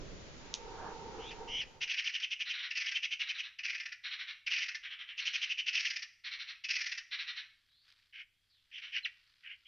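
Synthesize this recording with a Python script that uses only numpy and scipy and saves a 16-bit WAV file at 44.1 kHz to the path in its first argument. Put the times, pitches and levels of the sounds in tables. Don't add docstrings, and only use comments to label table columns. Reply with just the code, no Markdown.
import sys
import numpy as np
from scipy import signal
from scipy.fft import rfft, irfft, next_fast_len
from scipy.io import wavfile

SR = 44100
rng = np.random.default_rng(int(sys.argv[2]) if len(sys.argv) > 2 else 0)


def unload_wav(signal):
    wavfile.write(
        sys.argv[1],
        SR,
        np.round(np.clip(np.atleast_2d(signal).T, -1, 1) * 32767).astype(np.int16),
    )


N = 426447
TIME = np.arange(N) / SR

# freq_hz, gain_db
AIR_SPECTRUM = [(40, 4.5), (500, -19), (5000, -20), (8000, -21), (14000, -23.5)]
RUSTLE_SPECTRUM = [(700, -28), (1500, -5.5), (4800, -3.5), (7000, -26.5)]
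RUMBLE_SPECTRUM = [(25, -0.5), (120, -8.5), (570, -14), (2000, -60)]
HOWL_SPECTRUM = [(150, -40.5), (345, -3.5), (385, -1.5), (460, 7.5), (530, -2.5), (620, -30), (770, 2),
                 (850, -1), (920, 8.5), (1030, -12.5), (1300, -8), (2400, -41)]
GUST_SPECTRUM = [(250, -1.5), (750, 12), (1350, 8.5), (1750, 8.5), (2300, -67)]
# time_s, level_db
RUMBLE_LEVELS = [(0, -47), (.5, -55), (.8, -52), (1.45, -54.5), (1.8, -62)]
HISS_LEVELS = [(1.3, -55.5), (1.75, -63), (2, -83)]
# centre_s, half_width_s, level_db
RUSTLE_SWELLS = [(7.65, 0.17, -77), (7.89, 0.038, -69.5), (8.0, 0.099, -72.5), (9.2, 0.71, -73)]
HOWL_SWELLS = [(.85, 0.32, -49), (1.18, 0.1, -48), (1.43, 0.09, -48.5), (1.75, 0.32, -62.5)]
# freq_hz, gain_db
WHINE_THROAT = [(800, -38), (1650, -6), (3100, 2), (4000, -6.5), (5900, -8.5), (7100, -42)]
RASP_THROAT = [(680, -50.5), (1000, -25.5), (1600, -7.5), (2200, -1), (3300, -4.5), (4100, -1.5),
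               (4600, -7.5), (5750, -7), (6400, -27), (7200, -49)]
CLACK_THROAT = [(700, -42.5), (1250, -18.5), (1950, -0.5), (2800, 0.5), (3650, -13), (4400, -17),
                (4900, -14), (5800, -17.5), (6700, -36.5), (7300, -56)]
CHAK_THROAT = [(600, -47), (1200, -27), (1850, -11), (2600, -1.5), (3100, -4.5), (3800, -12), (4500, -13),
               (5900, -11), (6700, -27.5), (7300, -49)]
# time_s, treble_db
WHINE_FACING = [(1.6, 4.5), (8.102, -9), (8.9, -2), (9.402, -21)]
RASP_FACING = [(4.4, -11), (4.8, -13.5), (5.13, -15), (5.202, -8), (7.398, -9), (8.798, -9.5)]
CLACK_FACING = [(2.799, 13), (4.2, 9), (5.799, 15.5)]
# start_s, length_s, level_db, first_hz, last_hz
SLURS = [(7.679, 0.19, -72.5, 3690, 4760), (8.483, 0.13, -73.5, 5050, 2910)]
# start_s, length_s, level_db, first_hz, break_hz, trill_depth_hz, close_extra_db
WHINES = [(1.18, .162, -49.5, 2650, 3750, 240, 5), (1.475, 0.17, -37, 2870, 3172, 200, 0),
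          (8.125, 0.12, -48, 2600, 2610, 485, -6), (8.713, 0.1, -47, 2532, 3274, 407, 3.5),
          (8.92, .078, -39, 2687, 2600, 392, 7.5), (9.43, 0.13, -48, 2316, 2530, 485, -3.5),
          (9.649, 0.22, -47, 3130, 3500, 200, 2)]
# time_s, pitch_hz, level_db, roughness
YELP = [(9.030, 4190, -49.5, 0), (9.047, 4020, -39, 0), (9.053, 2776, -37.5, 0.41),
        (9.062, 2514, -34.5, 0.66), (9.078, 2300, -51.5, 0.7)]
# first_s, last_s, count, level_db, change_db, bill_hz
RASP_RUNS = [(2.486, 2.655, 3, -42, 2, 3900), (2.608, 2.608, 1, -41.5, 0, 3380),
             (3.229, 3.460, 4, -42.5, -3, 3900), (4.069, 4.304, 4, -40, -2.5, 4080),
             (4.861, 5.109, 4, -44, -2, 3130), (5.231, 5.476, 4, -43.5, -4.5, 4270),
             (6.273, 6.504, 4, -42, -2, 4200), (7.144, 7.391, 4, -38.5, -3.5, 4020),
             (8.847, 8.882, 2, -46, -7, 2960)]
# first_s, last_s, count, slowing_ratio, level_db, lead_in_extra_db, change_db
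CLACK_RUNS = [(1.945, 2.204, 6, 0.04, -37.5, -3, -4.5), (2.779, 2.922, 4, 0.28, -33.5, -3, -4.5),
              (3.658, 3.927, 6, 0.34, -34, -5.5, -6.5), (4.541, 4.754, 5, 0.33, -32, -1, -5.5),
              (5.757, 6.03, 6, .26, -32, -4, -5.5), (6.714, 6.984, 6, 0.16, -31.5, -4, -6)]
LEAD_IN_S = [.0635, .018]
# first_s, last_s, count, level_db, first_extra_db, change_db
CHAK_RUNS = [(1.838, 2.517, 9, -32, -0.5, -3), (2.89, 3.406, 7, -31, -4.5, -5.5),
             (4.522, 4.626, 3, -36, -1.5, 0), (5.201, 5.873, 9, -31.5, -4, -2)]


def amp(db):
    return 10 ** (np.asarray(db) / 20)


def unit(x):
    return x / np.sqrt(np.mean(x ** 2) + 1e-20)


def colour(x, spectrum):
    hz, db = np.transpose(spectrum)
    size = next_fast_len(x.shape[-1])
    bins_hz = np.fft.rfftfreq(size, 1 / SR) + 1
    gain = amp(np.interp(np.log(bins_hz), np.log(hz), db)) / np.maximum(bins_hz / hz[-1], 1) ** 2
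    return irfft(rfft(x, size) * gain, size)[..., :x.shape[-1]]


def resonate(x, hz, width_hz):
    carrier = np.exp(2j * np.pi * np.cumsum(hz * np.ones(len(x))) / SR)
    pole = np.exp(-np.pi * width_hz / SR)
    return 2 * (carrier * signal.lfilter([1 - pole], [1, -pole], x / carrier)).real


def wobble(size, hz):
    return unit(signal.sosfilt(signal.butter(2, hz, fs=SR, output="sos"), rng.standard_normal(size)))


def stereo_noise(spectrum, correlation):
    left, other = rng.standard_normal((2, N))
    right = correlation * left + np.sqrt(1 - correlation ** 2) * other
    return unit(colour(np.array([left, right]), spectrum))


def swells(rows):
    return sum(amp(db) * np.exp(-((TIME - centre_s) / width_s) ** 2) for centre_s, width_s, db in rows)


def add(mix, start_s, sound):
    part = mix[round(start_s * SR):][:len(sound)]
    part += sound[:len(part)]


def reeds(x, near_db, near_s, far_db, t60_s):
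    t = np.arange(SR) / SR
    taps = rng.choice([-1., 1.], (3, SR)) * (rng.random((3, SR)) < 3000 / SR)
    near, far, wide = colour(taps, [(2500, 0), (4200, -6), (6500, -1)])
    tail = amp(-60 * t / t60_s) * (1 - np.exp(-t / .023))
    stems = amp(near_db) * unit(near * np.exp(-t / near_s) * (t > .003))
    mid = stems + amp(far_db) * unit(far * tail)
    side = amp(-38) * unit(wide * tail)
    response = np.array([mid + side, mid - side]) / np.sqrt(SR)
    return x + signal.fftconvolve(x[None], response, axes=1)[:, :N]


def marsh():
    hum = amp(-92.5) * np.sqrt(2) * np.sin(2 * np.pi * 100 * TIME)
    ring = amp(-86) * unit(resonate(rng.standard_normal(N), hz=3260, width_hz=110))
    air = amp(-83) * stereo_noise(AIR_SPECTRUM, correlation=.63)
    rustle = stereo_noise(RUSTLE_SPECTRUM, correlation=1) * swells(RUSTLE_SWELLS)
    rustle *= amp(3 * wobble(N, hz=130))
    return (air + hum + ring) * np.interp(TIME, [1.1, 1.6], [0, 1]) + rustle


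def wind():
    rumble = stereo_noise(RUMBLE_SPECTRUM, correlation=.54)
    rumble *= amp(np.interp(TIME, *np.transpose(RUMBLE_LEVELS)) + 1.1 * wobble(N, hz=24))
    howl = stereo_noise(HOWL_SPECTRUM, correlation=.82) * swells(HOWL_SWELLS)
    howl *= amp(1.4 * wobble(N, hz=25))
    gust = stereo_noise(GUST_SPECTRUM, correlation=.72) * swells([(.85, .08, -48)])
    hiss = stereo_noise([(2000, 9.5), (7100, 3.5), (7450, -67.5)], correlation=.048)
    hiss *= amp(np.interp(TIME, *np.transpose(HISS_LEVELS)))
    lean_right = amp([[-1.4], [1.3]])
    fade = np.interp(TIME, [1.8, 2], [1, 0]) ** 2
    return fade * ((rumble + howl + gust) * lean_right + hiss)


def ticks():
    out = np.zeros(N)
    t = np.arange(-.001, .004, 1 / SR)
    for peak_s, db, hz in [(.5407, -22, 5900), (.5411, -20.5, 3740), (7.917, -50.5, 3440)]:
        add(out, peak_s + t[0], amp(db) * np.exp(-(t / .00029) ** 2) * np.sin(2 * np.pi * hz * t))
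    return reeds(out, near_db=-9.5, near_s=.018, far_db=-35.5, t60_s=.3)


def syrinx(hz, rough, flap_hz, jitter, octave_db=-8):
    size, rough = len(hz), np.clip(rough, 0, 1)
    flaps = np.cumsum(flap_hz * (1 + .25 * rough * wobble(size, hz=500))) / SR
    cycles = np.cumsum(hz * (1 + jitter * rough * wobble(size, hz=886))) / SR
    tone = np.exp(2j * np.pi * cycles) + amp(octave_db) * np.exp(4j * np.pi * cycles)
    whistle = (tone * (1 + np.cbrt(rough / 2) * np.exp(-2j * np.pi * flaps))).real
    puffs = rng.standard_normal(size) * (.38 + np.exp(-(flaps % 1) / .19))
    return (1 - rough ** 2) * unit(whistle) + 2 * rough ** 2 * unit(puffs)


def turned(throat, facing, time_s):
    treble_db = np.interp(time_s, *np.transpose(facing))
    return [(hz, db + np.interp(hz, [3000, 4500], [0, treble_db])) for hz, db in throat]


def distant_slurs():
    out = np.zeros(N)
    for start_s, length_s, db, first_hz, last_hz in SLURS:
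        hz = np.linspace(first_hz, last_hz, round(length_s * SR))
        voice = colour(syrinx(hz, rough=.35, flap_hz=605, jitter=.15, octave_db=-26), RUSTLE_SPECTRUM)
        add(out, start_s, amp(db) * unit(voice) * signal.windows.tukey(len(hz), .5))
    return reeds(out, near_db=-9, near_s=.027, far_db=-5.5, t60_s=.41)


def yelp():
    times_s, *columns = np.transpose(YELP)
    t = np.arange(times_s[0], times_s[-1], 1 / SR)
    hz, db, rough = (np.interp(t, times_s, column) for column in columns)
    voice = syrinx(hz, rough, flap_hz=571, jitter=.217)
    voice = colour(voice, turned(WHINE_THROAT, WHINE_FACING, t[0]))
    return t[0], amp(db) * unit(voice) * signal.windows.tukey(len(t), .1)


def whines():
    trill_hz, rough_per_hz = 87, .0011
    close_s, break_s, close_hz, close_rough = .04, .014, 2550, .55
    out = np.zeros(N)
    for start_s, length_s, db, first_hz, break_hz, depth_hz, close_db in WHINES:
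        t = np.arange(0, length_s, 1 / SR)
        break_span_s = [length_s - close_s, length_s - close_s + break_s]
        broken = np.interp(t, break_span_s, [0, 1])
        rough = np.interp(t, break_span_s, [rough_per_hz * depth_hz, close_rough])
        rate_hz = trill_hz * (1 + .7 * rough * wobble(len(t), hz=70))
        trill = np.sin(2 * np.pi * np.cumsum(rate_hz) / SR)
        hz = np.interp(t, [0, *break_span_s], [first_hz, break_hz, close_hz]) + depth_hz * trill
        voice = syrinx(hz, rough, flap_hz=.27 * hz, jitter=.17)
        voice = colour(voice, turned(WHINE_THROAT, WHINE_FACING, start_s))
        swell = np.interp(t, [0, *break_span_s, length_s], [0, 1, 1, 0]) ** np.where(broken, 1, .55)
        flutter_db = 4 * rough * wobble(len(t), hz=90)
        add(out, start_s, amp(db + close_db * broken + flutter_db) * swell * unit(voice))
    add(out, *yelp())
    return reeds(out, near_db=-14, near_s=.018, far_db=-25, t60_s=.5)


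def harsh_note(peak_s, db, hz, throat, rise_s, onset_db, decay_s,
               voicing, flap_hz, jitter, bill_db, bill_hz, droop):
    opening_share, arch_lead_s, climb_s, fall_s = .4, .008, .017, .012
    t = np.arange(-rise_s, 6 * decay_s, 1 / SR)
    opening = np.minimum((1 + t / rise_s) / opening_share, 1)
    swell = amp(onset_db * (np.minimum(t, 0) / rise_s) ** 2)
    pressure = opening * swell / np.cosh(np.maximum(t, 0) / decay_s)
    past_top_s = t + arch_lead_s
    arch = 1 - droop * np.tanh((past_top_s / np.where(past_top_s < 0, climb_s, fall_s)) ** 2)
    rough = .96 - voicing * pressure
    voice = colour(syrinx(hz * arch, rough, flap_hz, jitter), throat)
    bill = amp(bill_db) * resonate(voice, bill_hz * arch, width_hz=560)
    return peak_s + t[0], amp(db) * pressure * unit(voice + bill)


def run(first_s, last_s, count, db, change_db, slowing, power):
    gaps = 1 + slowing * np.linspace(0, 1, count - 1) ** power
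    beats = np.append(0, np.cumsum(gaps))
    times_s = first_s + (last_s - first_s) * beats / max(beats[-1], 1)
    return times_s, db + change_db * np.linspace(0, 1, count)


def rasps():
    out = np.zeros(N)
    for first_s, last_s, count, run_db, change_db, bill_hz in RASP_RUNS:
        for peak_s, db in zip(*run(first_s, last_s, count, run_db, change_db, slowing=.28, power=.5)):
            add(out, *harsh_note(
                peak_s, db, hz=2365, throat=turned(RASP_THROAT, RASP_FACING, peak_s),
                rise_s=.037, onset_db=-6, decay_s=.012,
                voicing=0, flap_hz=380, jitter=.22, bill_db=6, bill_hz=bill_hz, droop=0))
    return reeds(out, near_db=-9, near_s=.025, far_db=-12.5, t60_s=.42)


def clack_notes():
    lead_in_hz, first_hz, sink_share, squeak_voicing = 2970, 2600, .23, .2
    after_s, after_db, after_change_db = .028, -4, -8.5
    notes = []
    for first_s, last_s, count, slowing, db, lead_db, change_db in CLACK_RUNS:
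        times_s, levels_db = run(first_s, last_s, count, db, change_db, slowing, power=2)
        progress = np.linspace(0, 1, count)
        pitches_hz = first_hz * (1 - sink_share * progress)
        afterbeats_db = levels_db + after_db + after_change_db * progress
        notes += [(first_s - lead_s, db + lead_db, lead_in_hz, squeak_voicing) for lead_s in LEAD_IN_S]
        notes += zip(times_s, levels_db, pitches_hz, np.zeros(count))
        notes += zip(times_s[:-1] + after_s, afterbeats_db, pitches_hz, squeak_voicing * (1 - progress))
    return notes


def rattle():
    out = np.zeros(N)
    for peak_s, db, hz, voicing in clack_notes():
        add(out, *harsh_note(
            peak_s, db, hz, throat=turned(CLACK_THROAT, CLACK_FACING, peak_s),
            rise_s=.0125 * amp(.65 * (db + 37)), onset_db=-16.5, decay_s=.0056,
            voicing=voicing, flap_hz=788, jitter=.15, bill_db=2, bill_hz=hz, droop=.22))
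    return reeds(out, near_db=-10, near_s=.022, far_db=-17.5, t60_s=.56)


def chatter():
    out = np.zeros(N)
    for first_s, last_s, count, run_db, first_extra_db, change_db in CHAK_RUNS:
        times_s, levels_db = run(first_s, last_s, count, run_db, change_db, slowing=.18, power=3)
        levels_db[0] += first_extra_db
        for peak_s, db in zip(times_s, levels_db):
            high, clear, steep = rng.uniform(-.997, 1, 3)
            hz = 3130 + 130 * high
            add(out, *harsh_note(
                peak_s, db, hz, throat=CHAK_THROAT,
                rise_s=.034 * amp(.4 * (db + 33.5)), onset_db=-13.5, decay_s=.0054,
                voicing=.215 * (1 + clear / 2), flap_hz=680, jitter=.17,
                bill_db=-1.5, bill_hz=hz, droop=.28 * (1 + steep / 4)))
    return reeds(out, near_db=-14, near_s=.024, far_db=-18.5, t60_s=.36)


def scene():
    return chatter() + rattle() + rasps() + whines() + distant_slurs() + wind() + ticks() + marsh()


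def record(dry):
    lowpass = signal.firwin(511, 15100, window=("kaiser", 9), fs=SR)
    return signal.oaconvolve(dry, lowpass[None], "same")


dry = scene()
out = record(dry)
unload_wav(out)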